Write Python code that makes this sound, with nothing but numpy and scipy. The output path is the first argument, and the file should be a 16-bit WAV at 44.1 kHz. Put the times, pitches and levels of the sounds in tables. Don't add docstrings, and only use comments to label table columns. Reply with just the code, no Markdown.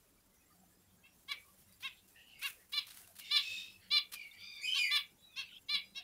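import sys
import numpy as np
from scipy import signal
from scipy.fft import rfft, irfft
from scipy.io import wavfile
from scipy.ndimage import uniform_filter1d

SR = 44100
rng = np.random.default_rng(int(sys.argv[2]) if len(sys.argv) > 2 else 0)


def ratio(d):
    e = np.asarray(d, float) / 20
    return 10 ** e


def unload_audio(sound):
    columns = np.transpose(np.atleast_2d(sound))
    steps = np.round(np.clip(columns, -1, 1) * 32767)
    wavfile.write(sys.argv[1], SR, steps.astype(np.int16))


N = 266275

# frequency in Hz, level in dB.
HISS_SPECTRUM = [(18, -59), (30, -5), (69, -10.5), (182, -8.5), (308, -11), (370, -12.5), (1520, -21.5),
                 (1920, -25.5), (7490, -26.5), (8990, -47), (15600, -28)]
HISS_DB = -69
# frequency in Hz, level in dB, width in Hz.
HUM_LINES = [(34.6, -9.5, 23), (68.4, -8, 24), (94, -4.5, 22), (186.2, -5, 18), (338, -24, 5.9)]
HUM_DB, RUMBLE_DB = -78, -76
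# centre in seconds, level in dB, spread in seconds.
HUM_SWELLS = [(.8, -73.5, 0.14), (1.75, -73, 0.27), (3.04, -77, 0.14), (3.55, -70, 0.046),
              (3.85, -74, 0.14), (4.42, -68, 0.035)]
# centre in seconds, level in dB, spread in seconds.
HUM_SURGES = [(.65, -67, 0.054), (5.78, -60, 0.036), (5.94, -60, 0.027)]
# frequency in Hz, level in dB, width in Hz, throbs per second.
INSECT = (7550, -76, 280., 8.6)
# frequency in Hz, t60 in seconds.
AVIARY_T60 = [(1000, 0.17), (2600, 0.24), (7000, 0.069), (15000, 0.27)]
CHATTER_COUNT, CHATTER_MAX_DB = 150, -76
# start in seconds, #
# frequency in Hz, level in dB, width in Hz, length in seconds.
FAINT_TONES = [(0.49, 1238, -68, 80., 0.064), (0.501, 1830, -73, 100., 0.037), (0.595, 751, -70, 80., 0.08),
               (1.3, 2300, -52, 70., 0.11), (1.33, 2290, -60, 50., 0.14), (1.33, 2850, -62, 120., 0.08),
               (1.33, 3450, -63, 120., 0.07), (1.32, 511, -72, 60., 0.11), (1.4, 1136, -69, 100., 0.16),
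               (1.713, 4720, -68, 300., 0.05), (1.88, 3200, -62, 900., 0.08), (1.93, 3600, -65, 900., 0.11),
               (2.325, 4820, -68, 150., 0.11), (2.55, 500, -75, 60., 0.073),
               (2.865, 1150, -64, 200., 0.025), (2.99, 700, -69, 150., 0.06),
               (3.025, 2740, -64, 90., 0.045), (3.065, 680, -67, 150., 0.075),
               (3.497, 525, -65, 80., 0.049), (3.77, 1930, -66, 500., 0.16), (3.78, 3060, -66, 650., 0.15),
               (3.77, 4430, -68, 550., 0.16), (4.116, 1195, -58, 80., 0.046),
               (4.306, 3620, -56, 60., 0.025), (4.32, 1990, -63, 100., 0.085),
               (4.35, 3150, -57, 1000., 0.14), (4.381, 1370, -70, 80., 0.096),
               (5.51, 1450, -69, 60., 0.038), (3.46, 7400, -62, 350., 0.18), (3.69, 5300, -69, 100., 0.11),
               (4.785, 5920, -58, 90., 0.055), (5.77, 2400, -58, 100., 0.11), (5.77, 2920, -58, 100., 0.09),
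               (5.16, 3450, -71, 150., 0.12), (5.42, 4650, -65, 150., 0.09), (5.54, 5150, -70, 150., 0.055),
               (2.54, 1900, -70, 400., 0.16), (5.947, 705, -66, 60., 0.13)]

# time in seconds, peak in dB, t60 in seconds, dullness 0-1, first snap in dB.
RUSTLES = [(1.723, -56.5, 0.2, 0.05, 10), (1.805, -49, 0.48, 0.67, -6), (2.079, -54.5, 0.58, 0, 5),
           (2.3914, -47.5, 0.48, 0, -29), (2.4164, -40, 0.14, 0.65, 6.5), (2.428, -36.5, 0.2, 0.8, -6),
           (2.456, -40.5, 0.29, 0, -35.5), (2.485, -54.5, 0.061, 0, 30.5), (2.5002, -36, 0.059, 0, 4),
           (2.695, -53.5, 0.48, 0, 3), (2.7222, -47.5, 0.58, 1, -19), (2.8687, -47, 0.45, 0.5, 5),
           (2.8845, -50.5, 0.19, 0.6, -1), (2.9047, -47.5, 0.317, 0.2, 3), (2.9447, -46, 0.19, 0.05, 2),
           (2.972, -49.5, 0.17, 0, 6), (2.988, -43.5, 0.23, 0, -5), (3.0165, -57.5, 0.14, 0, 0.5),
           (3.033, -54, 0.17, 0, -1), (3.0736, -53.5, 0.34, 0, -10), (3.109, -57.5, 0.095, 0, 15.5),
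           (3.156, -47.5, 0.39, 0.35, -27), (3.19, -34, 0.079, 0.37, -18), (4.1215, -33.5, 0.13, 0.46, -15),
           (4.136, -28, 0.085, 0.66, -42)]
# time in seconds, peak in dB.
SNAPS = [(2.4294, -34.5), (2.4829, -33.5), (2.6949, -57), (2.904, -45.5), (2.9442, -53), (2.9728, -39.5),
         (3.0167, -44), (3.0756, -43), (3.1549, -46), (3.1908, -44.5)]
# frequency in Hz, level in dB.
FEATHERS = [(350, -22), (600, -21.5), (1500, -8.5), (2400, -10), (4200, -11), (5700, -9), (7800, -9),
            (9300, -3.5), (12000, -4), (15500, -5)]
# frequency in Hz, level in dB.
FEET = [(350, -54.5), (600, -66.5), (1190, -12.5), (1870, -6.5), (4180, 2), (6230, -9.5), (8000, -41),
        (10400, -36.5), (17600, -120)]
STIR_DB = -73.5
# centre
# in seconds, level in dB, spread in seconds.
STIR_BOUTS = [(1.5, -74, 0.173), (2.55, -73, 0.058), (3.0, -70, 0.06), (3.5, -72.5, 0.099),
              (4.0, -81, 0.71), (4.83, -63, 0.1)]

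# start in seconds, length in seconds, first and last pitch in Hz, peak in dB.
PEEPS = [(2.135, 0.094, 1836, 1945, -61), (2.33, 0.11, 2240, 2130, -61), (5.26, 0.16, 2485, 2510, -67.5),
         (5.8, 0.15, 4900, 4960, -67), (5.8, 0.23, 3950, 3990, -69.5)]
CHURRS = [(3.2, 0.114, 2876, 2650, -61.5)]
RATTLES = [(5.48, 0.108, 2950, 3300, -57.5), (5.44, 0.16, 2450, 2800, -68.5),
           (5.44, 0.13, 3800, 3500, -67.5), (5.43, 0.09, 2750, 2200, -68)]
# loudest place 0-1, loss at start and at end in dB, partials (multiple, level in dB),
# blur in Hz, breath in dB.
PEEP = (0.31, 33, 12, [(1, -3.5)], 150, -37)
CHURR = (0.15, 2.2, 5.8, [(0.996, 3.5), (0.78, 0), (0.81, -0.5)], 187, -0.5)
RATTLE = (0.89, 8.8, 2.9, [(1, 2), (1.1, -9.5)], 350, -18.5)
RATTLE_HZ, RATTLE_DEPTH = 68, 0.3

# frequency in Hz, level in dB.
BREATH = [(900, -25.5), (1800, -13.5), (2800, 1), (4500, 1), (6500, -6.5), (8000, -11), (11000, -19.5)]
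# time in seconds, strongest partial in Hz, its level in dB.
RASP = [(3.23, 3620, -60), (3.3, 3600, -59.5), (3.37, 3690, -54), (3.602, 3668, -54), (3.73, 3840, -75)]
DRAWL = [(3.42, 2598, -55), (3.46, 2604, -48.5), (3.5, 2619, -48), (3.56, 2567, -50.5), (3.65, 2590, -56.5),
         (3.752, 2600, -66.5), (3.79, 2580, -79)]
WHINE = [(4.15, 2524, -55), (4.18, 2370, -60), (4.23, 2265, -59), (4.31, 2168, -75.5), (4.36, 2360, -58)]
PLEA = [(4.36, 2273, -74), (4.44, 2383, -56.5), (4.478, 2380, -57.5), (4.55, 2376, -61), (4.6, 2306, -57),
        (4.625, 2246, -63), (4.65, 2170, -75)]
SQUEAL = [(4.61, 2187, -39), (4.625, 2307, -48.5), (4.645, 2476, -42), (4.7, 2512, -49.5),
          (4.76, 2518, -56.5), (4.79, 2445, -40), (4.86, 2399, -42.5), (4.906, 2327, -53),
          (4.925, 2350, -47)]
MOAN = [(2.15, 2620, -68), (2.18, 2790, -63.5), (2.22, 2856, -64.5), (2.26, 2870, -75), (2.295, 2914, -60),
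        (2.36, 2757, -67), (2.43, 2620, -63)]
PIPING = [(5.17, 3720, -90), (5.21, 3910, -75.5), (5.252, 3900, -58.5), (5.295, 3870, -72),
          (5.33, 3570, -70), (5.36, 3350, -60)]
WARBLE = [(4.645, 3000, -61.5), (4.66, 3065, -46.5), (4.692, 3012, -33.5), (4.705, 3160, -43),
          (4.718, 3110, -35), (4.795, 3007, -36), (4.83, 2940, -46.5), (4.87, 2882, -50)]
REPLY = [(4.39, 3450, -66), (4.43, 3580, -55), (4.5, 3618, -56), (4.58, 3570, -56.5), (4.63, 3560, -68.5),
         (4.72, 3560, -68)]
WARBLE_END = [(4.8, 2520, -62), (4.83, 2297, -58.5), (4.85, 2155, -46.5), (4.872, 2042, -52.5),
              (4.93, 2024, -55)]
# contour, partials (multiple, level in dB), blur in Hz, breath in dB.
LONG_CALLS = [
    (RASP, [(1, 3), (.5, -22), (2, -12), (1.5, -11), (1.2, -12), (.84, -13)], 150, -2),
    (DRAWL, [(1, 0), (2, -12)], 95, -7),
    (WHINE, [(1, 6), (2, -6), (1.25, -2.5)], 123, -7),
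    (PLEA, [(1, 2.5), (.5, -23), (2, 2), (2.5, -11)], 138, -15),
    (REPLY, [(1, -2.5)], 170, -22),
    (SQUEAL, [(1, 2), (2, -2), (3, -11.5), (4, -14.5), (5, -22.5), (.92, -10), (2.8, -16.5)], 136, -31),
    (WARBLE, [(1, -1), (2, -24.5), (3, -30)], 116, -21),
    (WARBLE_END, [(1, 6.5), (1.5, -28)], 82, -14),
    (PIPING, [(1, 0.5)], 70, -23),
    (MOAN, [(1, 0.5), (1.5, -17)], 320, -13.5),
]

# frequency in Hz, level in dB.
THROAT = [(530, -53.5), (900, -40.5), (1200, -16.5), (1630, -20), (2310, -11), (2930, -8), (3460, -3.5),
          (4180, -1), (4820, -2.5), (5440, -9.5), (5840, -14), (7770, -42), (8750, -29), (12200, -37),
          (15500, -35)]
# frequency in Hz, depth 0-1, width in Hz.
THROAT_DIPS = [(2936, 0.76, 21), (4775, 1, 38), (5290, 0.52, 110)]
BEAK_HZ, BEAK_WIDTH_HZ = 4650, 1200
FRAY_HZ = 230
# start in seconds, length in seconds, peak in dB, mid-call sag of effort
# in dB, beak towards the microphone in dB.
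NEAR_CALLS = [(2.725, 0.077, -31, -7, -4.5), (3.302, 0.086, -27, -3.5, -4), (3.902, 0.094, -27.5, 0, 1),
              (4.902, 0.0828, -28.5, -2.5, -10), (5.683, 0.087, -30.5, -4.5, -1)]
NEAR_TINTS = [
    [0.2, 1, -2, -0.83, .1, .1, .1],
    [-1.8, 1.2, -2.5, -0.5, .1, .1, .1],
    [-0.3, -2.8, 1.1, 0.7, .1, .1, .1],
    [-1.5, 2.5, -2.1, -3, .1, .1, .1],
    [-2.1, -0.5, 1.5, -2.5, .1, .1, .1],
]
NEAR_HZ, NEAR_HZ_PER_DB = 592.7, 0.5
NEAR_BEND = .11
SAG_PLACE, PUSH_PLACE, PUSH_SHARE = 0.39, 0.58, 0.51
# start in seconds, peak in dB, top pitch in Hz, share of pitch lost at the ends,
# beak towards the microphone in dB.
BRISK_CALLS = [(1.276, -33.5, 576.4, 0.15, -3.5)]
FAR_CALLS = [(1.03, -65, 541.4, 0.068, 0.092)]
DULL_CALLS = [(1.822, -38.5, 546, .22, .1)]
DEEP_CALLS = [(2.413, -34, 560, .26, .1)]
BRIGHT_CALLS = [(4.737, -33.5, 562.3, 0.2, 0.45)]
SHY_CALLS = [(5.946, -42.5, 551.2, 0.08, 4.9)]
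CLEAR_CALLS = [(5.356, -39, 547.7, 0.15, 0.34)]
BRISK_S, FAR_S, DULL_S, DEEP_S, BRIGHT_S, SHY_S = 0.066, 0.061, 0.068, 0.075, .071, 0.067
# effort (place 0-1, level in dB), harmonics 2, 3, .. in dB, place of the top pitch 0-1,
# hoarse share 0-1, last fall against first rise, echo in dB.
NEAR_VOICE = ([(0, -20), (.07, -16.5), (.15, -3.5), (.74, 1.62), (.85, 1), (1, -16)],
              [-15, -21, -5.5, -4.5, 0, 2.5, -7.5, -10, -30.5, -29], 0.428, 0.43, 0.808, -1.46)
BRISK_VOICE = ([(0, -38), (.17, -13), (.36, -8), (.5, -10), (.64, 3), (.78, -6.5), (1, -31)],
               [-11, -16.5, -4, -11.5, -5, -4, -14.5, -17, -30, -29], 0.5, 0.6, 1.2, -2)
FAR_VOICE = ([(0, -23), (.18, 4), (.69, 7.5), (1, -46)], [-4, -7, 2, 12, 4, -6, -34, -36, -40, -36],
             0.58, 0.91, 1.1, -2)
DULL_VOICE = ([(0, -28), (.14, -7.5), (.45, 1.5), (.72, -1.5), (.86, -7), (1, -30)],
              [-8.5, -13.5, -5, 0.5, -2.5, -2, -19.5, -23, -17, -27], .54, 0.4, 0.92, -6)
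DEEP_VOICE = ([(0, -22), (.18, -8), (.62, 1), (.82, -3), (1, -22)],
              [-10, -8, -4, 3, -3, -5, -10, -24, -24, -26], .56, .7, 1.05, -6.5)
BRIGHT_VOICE = ([(0, -18), (.22, -2), (.58, 1.5), (.8, -3.5), (1, -20)],
                [-18, -19.5, -18, -3.5, -6, -4.5, -7.5, -26, -19, -22], 0.458, 0.73, 1.2, -4)
SHY_VOICE = ([(0, -20), (.21, -2), (.57, 2.5), (.81, -6), (1, -24)],
             [-21.5, -19, -12, -2.5, -7, -3.5, -13, -22, -9.5, -18.5], 0.44, 0.69, 0.68, -1.5)
CLEAR_VOICE = ([(0, -20), (.2, -4), (.56, 2), (.82, -4.5), (1, -17)],
               [-17.5, -16.5, -14, -2.5, -5.5, -7, -6, -25, -14, -18], 0.523, 0.83, 0.85, -1)


def evened(x):
    return x / np.sqrt(np.mean(abs(x) ** 2) + 1e-20)


def read(points, hz):
    f, value = np.transpose(points)
    return np.interp(np.log(hz + 1), np.log(f + 1), value)


def add(mix, start_s, sound):
    part = mix[round(start_s * SR):][:len(sound)]
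    part += sound[:len(part)]


def coloured(points, size=N):
    hz = np.fft.rfftfreq(size, 1 / SR)
    spectrum = rfft(rng.standard_normal(size))
    return evened(irfft(spectrum * ratio(read(points, hz)), size))


def wobble(width_hz, size=N):
    pole = np.exp(-np.pi * 1.5 * width_hz / SR)
    z = rng.standard_normal((size + 4000, 2)) @ [1, 1j]
    return evened(signal.lfilter([1], np.poly([pole] * 3), z)[4000:])


def blurred_tone(hz, width_hz, size=N):
    t = np.arange(size) / SR
    return (wobble(width_hz, size) * np.exp(2j * np.pi * hz * t)).real


def unrolled(rows):
    s, *columns = np.transpose(rows)
    t = np.arange(s[0], s[-1], 1 / SR)
    return s[0], [uniform_filter1d(np.interp(t, s, c), 200, mode="nearest") for c in columns]


def bouts(rest_db, rows):
    t = np.arange(N) / SR
    bells = [ratio(db) * np.exp(-.5 * ((t - s) / spread_s) ** 2) for s, db, spread_s in rows]
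    return ratio(rest_db) + sum(bells)


def arch(u, place, lost_start, lost_end):
    rise = lost_start * (1 - u / place) ** 2
    fall = lost_end * ((u - place) / (1 - place)) ** 2
    return np.where(u < place, rise, fall)


def hiss():
    hz, _, z = signal.stft(coloured(HISS_SPECTRUM), SR, nperseg=1024)
    patches = uniform_filter1d(rng.standard_normal(z.shape), 3, 0)
    patches = evened(uniform_filter1d(patches, 5, 1))
    patchy_db = np.interp(hz, [0, 1500, 8000], [3., 2.5, 1.5])[:, None] * patches
    noise = signal.istft(z * ratio(patchy_db), SR, nperseg=1024)[1][:N]
    return ratio(HISS_DB - 4.0) * evened(noise)


def hum():
    swell, surge = bouts(HUM_DB, HUM_SWELLS), bouts(-120, HUM_SURGES)
    out = np.zeros(N)
    for hz, db, width_hz in HUM_LINES:
        level = ratio(RUMBLE_DB)
        if hz > 80:
            level = swell + (hz > 150) * surge
        out += level * ratio(db) * blurred_tone(hz, width_hz)
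    return out


def insect():
    hz, db, width_hz, throb_hz = INSECT
    t = np.arange(N) / SR
    throb = np.sin(2 * np.pi * throb_hz * t + 1.3 * wobble(2.5).real)
    throb = np.maximum(throb, .45) ** 2 * (.55 + .45 * abs(wobble(1.5)))
    return ratio(db) * throb * blurred_tone(hz, width_hz)


def aviary(x):
    taps = np.zeros(SR // 2)
    at = np.arange(400, len(taps) - 20, 20)
    taps[at + rng.integers(0, 20, len(at))] = rng.choice([-1., 1.], len(at))
    hz, t, z = signal.stft(taps, SR, nperseg=256)
    decay_db = -60 * t / read(AVIARY_T60, hz)[:, None]
    tail = signal.istft(z * ratio(decay_db), SR, nperseg=256)[1]
    return signal.fftconvolve(x, tail / np.linalg.norm(tail))[:N]


def faint(start_s, hz, db, width_hz, length_s):
    size = round(length_s * SR)
    return start_s, ratio(db) * np.hanning(size) * blurred_tone(hz, width_hz, size)


def chatter():
    out = np.zeros(N)
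    for a, b, c, d in rng.random((CHATTER_COUNT, 4)):
        add(out, *faint(a * N / SR, 1500 + 7000 * b, CHATTER_MAX_DB - 6 * c, 90., .04 + .1 * d))
    return out


def rustles():
    bright, dull = coloured(FEATHERS), coloured(FEET)
    puffs, snaps, t = np.zeros(N), np.zeros(N), np.arange(12000) / SR
    for s, db, t60_s, dullness, snap_db in RUSTLES:
        at = round(s * SR)
        attack = np.sin(np.pi / 2 * np.minimum(t / .012, 1)) ** 2
        shape = ratio(db - 8 - 60 * t / t60_s) * attack
        shape = shape * (1 + ratio(snap_db - 60 * abs(t - .008) / 0.0044))
        add(puffs, s - .006, shape * (bright[at:at + len(t)] + dullness * dull[at:at + len(t)]))
    for s, db in SNAPS:
        add(snaps, s, ratio(db - 5 - 60 * t[:600] / .011) * bright[round(s * SR):][:600])
    grain = ratio(3. * wobble(150.).real - 1.)
    flicker = ratio(1.5 + 2.2 * wobble(40.).real)
    stir = bouts(STIR_DB, STIR_BOUTS) * flicker * coloured(FEATHERS)
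    return snaps + grain * puffs + stir


def whistle(rows, partials, blur_hz, breath_db):
    s, (hz, db) = unrolled(rows)
    size = len(hz)
    turns = 2 * np.pi * np.cumsum(hz + .26 * blur_hz * wobble(250., size).real) / SR
    sound = ratio(breath_db + 2.5 * wobble(90., size).real) * coloured(BREATH, size)
    for multiple, partial_db in partials:
        steady = 0.68 * np.exp(-blur_hz * multiple / 650.0)
        fading = steady + 0.77 * wobble(blur_hz * multiple, size)
        sound = sound + ratio(partial_db) * np.sqrt(2) * (fading * np.exp(1j * multiple * turns)).real
    return s, ratio(db) * sound * signal.windows.tukey(size, .1)


def note(start_s, length_s, first_hz, last_hz, peak_db, place, start_db, end_db, *kind):
    u = np.linspace(0, 1, 12)
    db = peak_db - arch(u, place, start_db, end_db)
    hz = first_hz + (last_hz - first_hz) * u ** 2
    return whistle(np.c_[start_s + u * length_s, hz, db], *kind)


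def rattle(row):
    s, sound = note(*row, *RATTLE)
    rate_hz = RATTLE_HZ * (1 + 0.23 * wobble(45.0, len(sound)).real)
    shake = 2 * np.pi * np.cumsum(rate_hz) / SR
    return s, sound * (1 + RATTLE_DEPTH * np.cos(shake))


def call(start_s, length_s, peak_db, top_hz, bend, turn_db, voice, sag_db=None, tint_db=0):
    effort, colour, place, hoarse, fall, echo_db = voice
    if sag_db is not None:
        effort = sorted(effort + [(SAG_PLACE, sag_db), (PUSH_PLACE, PUSH_SHARE * sag_db)])
    _, (effort_db,) = unrolled([(u * length_s, db) for u, db in effort])
    size = len(effort_db)
    u = np.linspace(0, 1, size)
    closing = u ** 6
    hz = top_hz * (1 - arch(u, place, bend, fall * bend))
    jitter = (0.0035 + 0.032 * closing) * wobble(233.0, size).real
    turns = 2 * np.pi * np.cumsum(hz * (1 + jitter)) / SR

    k = np.arange(1, 28)[:, None]
    set_k = slice(1, len(colour) + 1)
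    voice_db = np.zeros(k.shape)
    voice_db[set_k, 0] = np.add(colour, tint_db) - read(THROAT, k[set_k, 0] * top_hz)
    beak_db = turn_db * np.exp(-((k * top_hz - BEAK_HZ) / BEAK_WIDTH_HZ) ** 2)
    gain = ratio(read(THROAT, k * hz) + voice_db + beak_db)
    for dip_hz, depth, width_hz in THROAT_DIPS:
        gain = gain * (1 - min(depth, .95) * np.exp(-((k * hz - dip_hz) / width_hz) ** 2))

    loose = np.clip((k - 8) / 5, .38 * hoarse, .95)
    chance = np.array([wobble(130.0 if one < 12 else FRAY_HZ, size) for one in k[:, 0]])
    waver = 1 - loose + loose * chance
    pulse = np.exp(1j * (k * turns + .72 * rng.standard_normal(k.shape)))
    stack = (gain * waver * pulse).real.sum(0) / np.sqrt((gain ** 2).sum(0) / 2)
    air = coloured(THROAT, size) * (1 + 1.3 * np.cos(turns))
    sound = stack + hoarse * ratio(-25.0 + 6.0 * closing) * air
    sound = ratio(effort_db + peak_db) * sound * signal.windows.tukey(size, .08)
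    roughness = 1 - hoarse + 1.4 * hoarse * wobble(300., size).real
    return start_s, sound, ratio(echo_db - 6.5 * (1 - u)) * sound * roughness


def near_calls():
    calls = []
    for (s, length_s, db, sag_db, turn_db), tint in zip(NEAR_CALLS, NEAR_TINTS):
        top_hz = NEAR_HZ + NEAR_HZ_PER_DB * (db + 29)
        tint_db = tint + [0, 0, 0]
        calls.append(call(s, length_s, db, top_hz, NEAR_BEND, turn_db, NEAR_VOICE, sag_db, tint_db))
    return calls


def neighbour_calls():
    birds = [(BRISK_CALLS, BRISK_S, BRISK_VOICE), (FAR_CALLS, FAR_S, FAR_VOICE),
             (DULL_CALLS, DULL_S, DULL_VOICE), (DEEP_CALLS, DEEP_S, DEEP_VOICE),
             (BRIGHT_CALLS, BRIGHT_S, BRIGHT_VOICE), (SHY_CALLS, SHY_S, SHY_VOICE),
             (CLEAR_CALLS, BRIGHT_S, CLEAR_VOICE)]
    return [call(row[0], length_s, *row[1:], voice) for rows, length_s, voice in birds for row in rows]


def scene():
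    direct, sideways, far = np.zeros((3, N))
    for row in FAINT_TONES:
        add(direct, *faint(*row))
    for rows, kind in [(PEEPS, PEEP), (CHURRS, CHURR)]:
        for row in rows:
            add(far, *note(*row, *kind))
    for row in RATTLES:
        add(direct, *rattle(row))
    for row in LONG_CALLS:
        add(far, *whistle(*row))
    for s, ahead, aside in near_calls() + neighbour_calls():
        add(direct, s, ahead)
        add(sideways, s, aside)
    echoes = aviary(sideways + ratio(-2.0) * far)
    background = hiss() + hum() + insect() + chatter()
    return (background + rustles() + far + echoes + direct)[None]


def top_cut(x):
    return signal.sosfilt(signal.butter(12, 15730, fs=SR, output="sos"), x)


def record(dry):
    lowpass = signal.firwin(511, 15750, window=("kaiser", 9), fs=SR)
    limited = signal.oaconvolve(dry, lowpass[None], "same")
    return top_cut(limited)


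dry = scene()
out = record(dry)
unload_audio(out)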